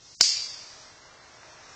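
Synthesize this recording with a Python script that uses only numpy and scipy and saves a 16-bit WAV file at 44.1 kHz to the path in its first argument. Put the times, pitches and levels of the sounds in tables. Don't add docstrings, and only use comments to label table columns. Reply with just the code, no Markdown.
import sys
import numpy as np
from scipy import signal
from scipy.fft import rfft, irfft
from scipy.io import wavfile
from scipy.ndimage import uniform_filter1d

SR = 44100
rng = np.random.default_rng(int(sys.argv[2]) if len(sys.argv) > 2 else 0)


def log_audio(samples):
    frames = np.atleast_2d(samples).T
    limited = np.clip(frames, -1, 1)
    pcm = np.round(limited * 32767).astype(np.int16)
    wavfile.write(sys.argv[1], SR, pcm)


def gain_from_db(level_db):
    decades = np.asarray(level_db, float) / 20
    return 10 ** decades


N = 77175
STRIKE_S = .20935


def evened(x):
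    return x / np.sqrt(np.mean(x ** 2) + 1e-20)


def read(points, hz):
    f, value = np.transpose(points)
    return np.interp(np.log(hz + 1), np.log(f + 1), value)


def add(mix, s, sound):
    part = mix[round(s * SR):][:len(sound)]
    part += sound[:len(part)]


def air():
    # f/Hz, density/dB
    air_colour = [(25, -16), (60, -9.5), (130, -3), (200, -15.5), (320, -12), (1900, -17.5), (4000, -12.5),
                  (9000, -39.5)]
    level_db = -58
    gain = gain_from_db(read(air_colour, np.fft.rfftfreq(N, 1 / SR)))
    white = rfft(rng.standard_normal(N))
    return gain_from_db(level_db) * evened(irfft(white * gain, N))


def turbulence(colour, patchy_db, flicker_db):
    frames, hz = N // 128 + 5, np.fft.rfftfreq(512, 1 / SR)
    real, imag, patches = rng.standard_normal((frames, 257, 3)).T
    patches = uniform_filter1d(patches, size=5, axis=0)
    patches = evened(uniform_filter1d(patches, size=16, axis=1))
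    flicker = evened(uniform_filter1d(rng.standard_normal(frames), size=3))
    level_db = read(colour, hz)[:, None] + patchy_db * patches + flicker_db * flicker
    z = (real + 1j * imag) * gain_from_db(level_db)
    return evened(signal.istft(z, nperseg=512, noverlap=384)[1][:N])


def tube_hum():
    centre_hz, width_hz = 623.4, 10
    off = (np.fft.rfftfreq(N, 1 / SR) - centre_hz) / width_hz
    return evened(irfft(rfft(rng.standard_normal(N)) / (1 + off ** 2), N))


def jet():
    # t/s, hiss level/dB, roar level/dB
    gas_flow = [(0, -60, -69), (0.036, -51.5, -70), (.2, -51.5, -81), (.24, -48, -54.5), (.6, -49, -55),
                (0.899, -52, -54.5), (.93, -55.5, -57), (1.1, -58, -54), (1.4, -56.5, -54),
                (1.46, -56.5, -52.5), (1.66, -55, -52.5), (1.75, -50.5, -50.5)]
    # f/Hz, density/dB
    hiss_colour = [(1500, -16), (3000, -11.5), (4000, -0.5), (5000, 2), (5700, 5), (6600, 1), (7600, -6),
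                   (8600, -18.5)]
    # f/Hz, density/dB
    roar_colour = [(200, -9), (350, -3.5), (620, 0), (1000, 2), (1500, 0), (2000, -1), (2600, -5),
                   (5000, -38)]
    # t/s, peak level/dB, f/Hz
    spits = [
        (1.4328, -34, 1700),
    ]
    tube_db = -13.5
    s, hiss_db, roar_db = np.transpose(gas_flow)
    t = np.arange(N) / SR
    hiss = turbulence(hiss_colour, patchy_db=1.2, flicker_db=.9)
    roar = turbulence(roar_colour, patchy_db=0, flicker_db=.4) + gain_from_db(tube_db) * tube_hum()
    out = gain_from_db(np.interp(t, s, hiss_db)) * hiss + gain_from_db(np.interp(t, s, roar_db)) * roar
    u = np.arange(-88, 88) / SR
    for at, db, hz in spits:
        packet = np.cos(2 * np.pi * hz * u - .6) * np.exp(-(2.2 * hz * u) ** 2)
        add(out, at + u[0], gain_from_db(db) * packet)
    return out


def snap():
    # t/s, peak level/dB, f/Hz, length/s
    blows = [
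        (.2103, -7.5, 5700, .0006),
        (.2112, -6, 6900, .0004),
        (.2122, -2.5, 5050, .0009),
        (.2143, -12, 4850, .0011),
        (.2161, -11, 5600, .0004),
        (.2172, -18, 5200, .0009),
    ]
    # f/Hz, level/dB, t60/s
    shell_modes = [(680, -12.5, 0.025), (1560, -10.5, 0.0131), (2220, -9, 0.025), (3057, -4.5, 0.022),
                   (3890, 0.5, 0.01), (4404, 1, 0.02), (6990, 0, 0.0071), (7160, -27, 0.028)]
    ring_db, thump_db, thump_s = -16, -7, .0001
    creep_db, creep_db_per_s = -29, 2600
    crack_db, crack_t60_s = -16, .029
    out, t = np.zeros(N), np.arange(2000) / SR
    ring = sum(gain_from_db(db - 60 * t / t60) * np.sin(2 * np.pi * hz * t) for hz, db, t60 in shell_modes)
    push = (1 - t / thump_s / 2) * t / thump_s * np.exp(1 - t / thump_s)
    add(out, STRIKE_S, -gain_from_db(ring_db) * ring - gain_from_db(thump_db) * push)
    u = np.arange(-200, 200) / SR
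    for s, db, hz, length_s in blows:
        add(out, s + u[0], gain_from_db(db) * np.cos(2 * np.pi * hz * u) * np.exp(-(u / length_s) ** 4))
    lead_s = STRIKE_S - np.arange(N) / SR
    rattle = signal.oaconvolve(rng.standard_normal(N), np.diff(push) + .13 * ring[1:])[:N]
    swell_db = creep_db - creep_db_per_s * lead_s
    decay_db = crack_db + 60 * lead_s / crack_t60_s
    return out + gain_from_db(np.where(lead_s > 0, swell_db, decay_db)) * evened(rattle)


def room():
    # f/Hz, t60/s
    ring_time = [(500, 0.12), (1500, .45), (2200, 1), (3500, 1), (4750, 0.91), (5400, .8), (6500, 0.64),
                 (8500, 0.62)]
    # f/Hz, level/dB
    wall_colour = [(1500, -27.5), (2200, -16), (3700, -13.5), (4450, -3.5), (5200, -1.5), (6000, -4),
                   (6800, -4.5), (8700, -23)]
    level_db, delay_s, rise_s = 16, .003, .014
    tap_spread_db, tap_gap = 3, 11
    ridge_hz, ridge_width_hz, ridge_db = 4740, 90, 9
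    taps = np.zeros(N)
    at = np.arange(0, N - 22, tap_gap)
    jitter, sign, size = rng.random((len(at), 3)).T
    at = at + (tap_gap * jitter).astype(int)
    taps[at] = np.sign(sign - .5) * gain_from_db(-tap_spread_db * np.log(size + 1e-3))
    hz, t, z = signal.stft(taps, SR, nperseg=512)
    colour_db = read(wall_colour, hz) + ridge_db * np.exp(-((hz - ridge_hz) / ridge_width_hz) ** 2)
    decay_db = 60 * t / read(ring_time, hz)[:, None]
    tail = signal.istft(z * gain_from_db(colour_db[:, None] - decay_db), SR, nperseg=512)[1]
    tail = tail * np.clip((np.arange(len(tail)) / SR - delay_s) / rise_s, 0, 1)
    out = np.zeros(N)
    add(out, STRIKE_S, gain_from_db(level_db) * tail / np.linalg.norm(tail))
    return out


def scene():
    return (snap() + room() + jet() + air())[None]


def low_pass(x, hz):
    return signal.oaconvolve(x, signal.firwin(401, hz, window=("kaiser", 10), fs=SR), "same")


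def thin(x):
    # f/Hz, share of local level
    line_share = [(1200, .3), (1900, 1.0), (2500, 1.75), (4000, 1.8), (4800, 1.1), (5800, 1.5),
                  (7000, 1.65), (8500, 1.7)]
    block, grid, band, spread_db = 2822, 2150, 28, 2.6
    spared_s = (.15, .26)
    n, k = np.arange(2 * block) + .5, np.arange(round(block * .42)) + .5
    window = np.sqrt(2 / block) * np.sin(np.pi * n / block / 2)
    basis = window * np.cos(np.pi / block * np.outer(k, n + block / 2))
    lead = 2 * block - grid
    padded = np.pad(x, (lead, 2 * block))
    starts = np.arange(0, len(padded) - 2 * block + 1, block)
    lines = padded[starts[:, None] + np.arange(2 * block)] @ basis.T
    local = np.sqrt(abs(uniform_filter1d(lines ** 2, size=60, axis=1)) + 1e-20)
    bands = rng.standard_normal((len(lines), len(k) // band + 1))
    wander_db = spread_db * np.repeat(bands, band, axis=1)[:, :len(k)]
    limit = read(line_share, k * SR / block / 2) * local * gain_from_db(wander_db)
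    kept = lines * (abs(lines) > limit)
    left = np.sqrt(abs(uniform_filter1d(kept ** 2, size=60, axis=1)) + 1e-20)
    kept = kept * np.minimum(local / left, 1.5)
    middle_s = (starts + block - lead) / SR
    active = (middle_s < spared_s[0]) | (middle_s > spared_s[1])
    change = ((kept - lines) * active[:, None]) @ basis
    out = padded.copy()
    for at, part in zip(starts, change):
        add(out, at / SR, part)
    return out[lead:lead + N]


def drop_bands(x):
    # start/s, end/s, low f/Hz, high f/Hz
    lost_bands = [
        (.148, .164, 0, 250),
        (.148, .197, 250, 3700),
        (.174, .197, 3700, 4400),
        (.2195, .2305, 0, 3800),
    ]
    hz, t, z = signal.stft(x, SR, nperseg=256, noverlap=224)
    for start_s, end_s, lo_hz, hi_hz in lost_bands:
        z = z * (1 - np.outer((hz >= lo_hz) & (hz <= hi_hz), (t > start_s) & (t < end_s)))
    return signal.istft(z, SR, nperseg=256, noverlap=224)[1][:N]


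def band_limit(x):
    return signal.sosfilt(signal.butter(12, 16810, fs=SR, output="sos"), x)


def record(dry):
    edge_hz, top_hz, clip, floor_db = 8700, 16000, .73, -101
    x = low_pass(drop_bands(thin(dry[0])), edge_hz)
    x = low_pass(np.clip(x, -clip, clip), top_hz)
    mix = x + gain_from_db(floor_db) * rng.standard_normal(N)
    return band_limit(mix)


dry = scene()
out = record(dry)
log_audio(out)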